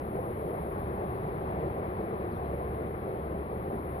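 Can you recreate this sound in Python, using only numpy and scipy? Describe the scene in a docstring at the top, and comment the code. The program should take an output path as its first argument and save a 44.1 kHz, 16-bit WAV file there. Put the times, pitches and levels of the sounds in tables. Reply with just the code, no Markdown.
"""Distant traffic across a park pond

Many far vehicles merge into a dull roar that swells a little, with one engine droning under it.
The roar reaches the left microphone first, and its treble is diffuse. A thin high hiss hangs on
the left, and a small bird chips faintly on the right, its whistles scattered by the trees."""
import sys
import numpy as np
from scipy import signal
from scipy.fft import rfft, irfft
from scipy.io import wavfile

SR = 44100
rng = np.random.default_rng(int(sys.argv[2]) if len(sys.argv) > 2 else 0)


def unload_audio(sound):
    """Save the sound as a 16-bit wav file, at the path given as the first command line argument."""
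    columns = np.transpose(np.atleast_2d(sound))
    # keep every value between -1 and 1, then stretch to whole-number steps
    steps = np.round(np.clip(columns, -1, 1) * 32767)
    wavfile.write(sys.argv[1], SR, steps.astype(np.int16))


N = 176400


def undb(db):
    """Amplitude ratio of a level in decibels."""
    return 10 ** (np.asarray(db) / 20)


def over_time(rows):
    """Linear interpolation of (time_s, value) rows at every sample."""
    return np.interp(np.arange(N) / SR, *np.array(rows).T)


def bin_hz():
    """Frequency of every Fourier bin, at least 1 Hz so that its logarithm is finite."""
    return np.maximum(np.fft.rfftfreq(N, 1 / SR), 1)


def over_frequency(rows):
    """Interpolation of (frequency_hz, value, ...) rows at every bin, on a logarithmic axis."""
    hz, *columns = np.array(rows).T
    return np.squeeze([np.interp(np.log(bin_hz()), np.log(hz), column) for column in columns])


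def white_spectrum():
    """Spectrum of fresh white noise: equal mean power at all frequencies."""
    return rfft(rng.standard_normal(N))


def wander(bandwidth_hz):
    """Low-pass noise: a smooth random fluctuation of zero mean and unit variance."""
    low_pass = np.exp(-(np.fft.rfftfreq(N, 1 / SR) / bandwidth_hz) ** 2)
    curve = irfft(white_spectrum() * low_pass, N)
    return (curve - curve.mean()) / curve.std()


def traffic_roar():
    """Superposition: many far vehicles sum to noise, partly coherent between the two microphones."""
    # spectrum on the left: frequency_hz, relative_density_db
    roar_shape = [(20, -23), (44, -8), (70, -4.5), (120, -2), (200, -3.5), (235, -5.5), (264, -10.5),
                  (295, -4), (378, 0.06), (520, -6.5), (610, -5), (780, -7.5), (890, -10.5), (1030, -8),
                  (1550, -20.5), (2200, -22.5), (2550, -30), (2900, -40.5), (4100, -43), (4900, -66.5),
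                  (5600, -73.5), (6200, -100)]
    # share of the power common to both sides: frequency_hz, fraction
    common_power = [(20, .78), (60, .99), (210, .975), (262, .75), (300, .975), (400, .98), (540, .89),
                    (1150, .93), (1700, .62), (2000, .58), (2270, .8), (2750, .4), (3400, .52), (4300, .05)]
    # level of the left above the right: frequency_hz, balance_db
    balance = [(60, -1.5), (220, -1), (300, 4), (400, 2), (520, -1.5), (610, 2.7), (880, -1), (1050, 5.5),
               (1500, 7.5), (1750, 12.5), (2050, 11), (2400, 5), (2900, -1), (4100, 2), (4900, -16),
               (6500, -20)]
    # phase by which the left leads: frequency_hz, lead_rad
    phase_lead = [(20, 0), (100, .12), (200, .3), (320, .7), (480, .8), (590, 1.55), (770, 1.6),
                  (910, 2.55), (1100, 2.5), (1550, 3.5), (2150, 2.8), (2650, 3.8), (3200, 6.1), (4100, 8.6)]
    # brief swells of the roar: peak_s, length_s, centre_hz, rise_db
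    surges = [(.215, .17, 500, 4.5), (.49, .14, 440, 5.2), (.56, .1, 850, 2.8), (.77, .06, 1100, 3),
              (1.03, .05, 560, 3.5), (1.5, .1, 1200, 2.3), (1.64, .14, 430, 3.5), (1.78, .03, 520, 5.5),
              (2.02, .06, 380, 3.5), (2.15, .14, 480, 3.3), (2.54, .05, 370, 4), (2.6, .04, 650, 3.5),
              (2.82, .065, 340, 6), (3.11, .11, 390, 6.5), (3.35, .05, 360, 4.3), (3.53, .06, 560, 4.6),
              (3.73, .13, 340, 6.3)]
    share = np.clip(over_frequency(common_power), 0, 1)
    coherent = np.sqrt(share) * white_spectrum()
    diffuse = np.sqrt(1 - share) * np.array([white_spectrum(), white_spectrum()])
    spectra = (coherent + diffuse) * undb(over_frequency(roar_shape))
    spectra[1] *= undb(-over_frequency(balance)) * np.exp(-1j * over_frequency(phase_lead))
    spectra *= undb(-34.5) / irfft(spectra[0], N).std()

    # Half-octave bands drift together, flicker separately and rise with surges near them in frequency.
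    t, bin_octaves = np.arange(N) / SR, np.log2(bin_hz())
    drift_db = 0.72 * wander(bandwidth_hz=0.45)
    surge_db = np.array([db * np.exp(-(2 * (t - peak) / length) ** 2) for peak, length, _, db in surges])
    surge_octaves, spread_octaves = np.log2([hz for _, _, hz, _ in surges]), 0.5
    roar = 0
    for octave in np.arange(4, 13.5, 0.5):
        band = irfft(spectra * np.maximum(1 - 2 * abs(bin_octaves - octave), 0), N)
        surge_weights = np.exp(-((octave - surge_octaves) / spread_octaves) ** 2 / 2)
        flicker_db = 0.84 * wander(bandwidth_hz=23.1)
        roar = roar + band * undb(drift_db + surge_weights @ surge_db + flicker_db)
    return roar


def engine_drone():
    """Periodic firing: only the fundamental of one far engine carries, wavering on its way."""
    # slow envelope of the drone: time_s, relative_level_db
    envelope = [(0, -49.5), (0.3, -54), (0.9, -37), (1.3, -56), (1.7, -43), (2, -45), (2.3, -43.5),
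                (2.7, -40), (3, -45), (3.3, -46), (4, -41)]
    firing_hz, gain_db = 70.14, -2.5
    pitch_hz = firing_hz * (1 + 0.02 * wander(bandwidth_hz=5.2))
    flutter_db = 3 * wander(bandwidth_hz=6.4)
    tone = np.sqrt(2) * np.sin(2 * np.pi * np.cumsum(pitch_hz) / SR)
    return tone * undb(over_time(envelope) + gain_db + flutter_db)


def high_hiss():
    """Band-limited noise, incoherent between left and right, with a slight flicker in level."""
    # spectrum of the hiss: frequency_hz, left_relative_density_db, right_relative_density_db
    hiss_shape = [(7800, -53, -64.5), (8390, -19.5, -46), (8900, -11.5, -39), (9680, 1, -32.5),
                  (10230, 3, -27), (10900, -1.5, -18), (11400, 2.5, -18), (12700, -3, -12.5),
                  (14300, -9, -14.5), (14900, -24, -21.5), (15600, -33.5, -27)]
    # slow envelope of the hiss: time_s, relative_level_db
    envelope = [(0, -65.5), (0.5, -63), (1, -66), (1.6, -68), (2.2, -68), (2.7, -66), (3.1, -68),
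                (3.45, -68.0), (4, -64.5)]
    gain_db = 6
    spectra = np.array([white_spectrum(), white_spectrum()]) * undb(over_frequency(hiss_shape))
    hiss = irfft(spectra, N)
    flicker_db = 0.53 * wander(bandwidth_hz=14)
    return hiss / hiss[0].std() * undb(over_time(envelope) + gain_db + flicker_db)


def bird_chips():
    """Frequency-modulated whistles from the right; scattering in the trees adds a reverberant tail."""
    # direct whistles on the right: start_s, length_s, first_hz, last_hz, level_db
    chips = [(1.195, 0.04, 6100, 5700, -82.5), (1.71, 0.048, 6000, 5800, -85.5),
             (2.305, 0.088, 5300, 3330, -67.5), (2.335, 0.06, 6200, 5350, -77.5),
             (2.436, 0.038, 3950, 4120, -72.5)]
    left_db, scatter_db, scatter_t60_s = -10, -3, 0.23
    t, whistles = np.arange(N) / SR, 0
    tremble = 1 + 0.007 * wander(bandwidth_hz=180)
    for start_s, length_s, first_hz, last_hz, level_db in chips:
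        progress = np.clip((t - start_s) / length_s, 0, 1)
        pitch_hz = last_hz + (first_hz - last_hz) * (1 - progress) ** 1.9  # glides fast, then levels out
        tone = np.sin(2 * np.pi * np.cumsum(pitch_hz * tremble) / SR)
        whistles = whistles + undb(level_db) * np.sin(np.pi * progress) * tone
    tail = rng.standard_normal((2, N)) * np.exp(-np.log(1000) * t / scatter_t60_s)
    scattered = signal.fftconvolve(whistles[None], tail / np.linalg.norm(tail[0]))[:, :N]
    return (whistles + undb(scatter_db) * scattered) * np.array([[undb(left_db)], [1]])


def scene():
    """Linear superposition: the pressures of all sources add at the pond's edge."""
    return traffic_roar() + engine_drone() + high_hiss() + bird_chips()


def record(dry):
    """Band limiting: the recorder's steep low-pass filter removes the highest treble."""
    cutoff_hz = 15600
    low_pass = signal.ellip(8, 0.2, 70, cutoff_hz, fs=SR, output="sos")
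    return signal.sosfilt(low_pass, dry)


dry = scene()
out = record(dry)
unload_audio(out)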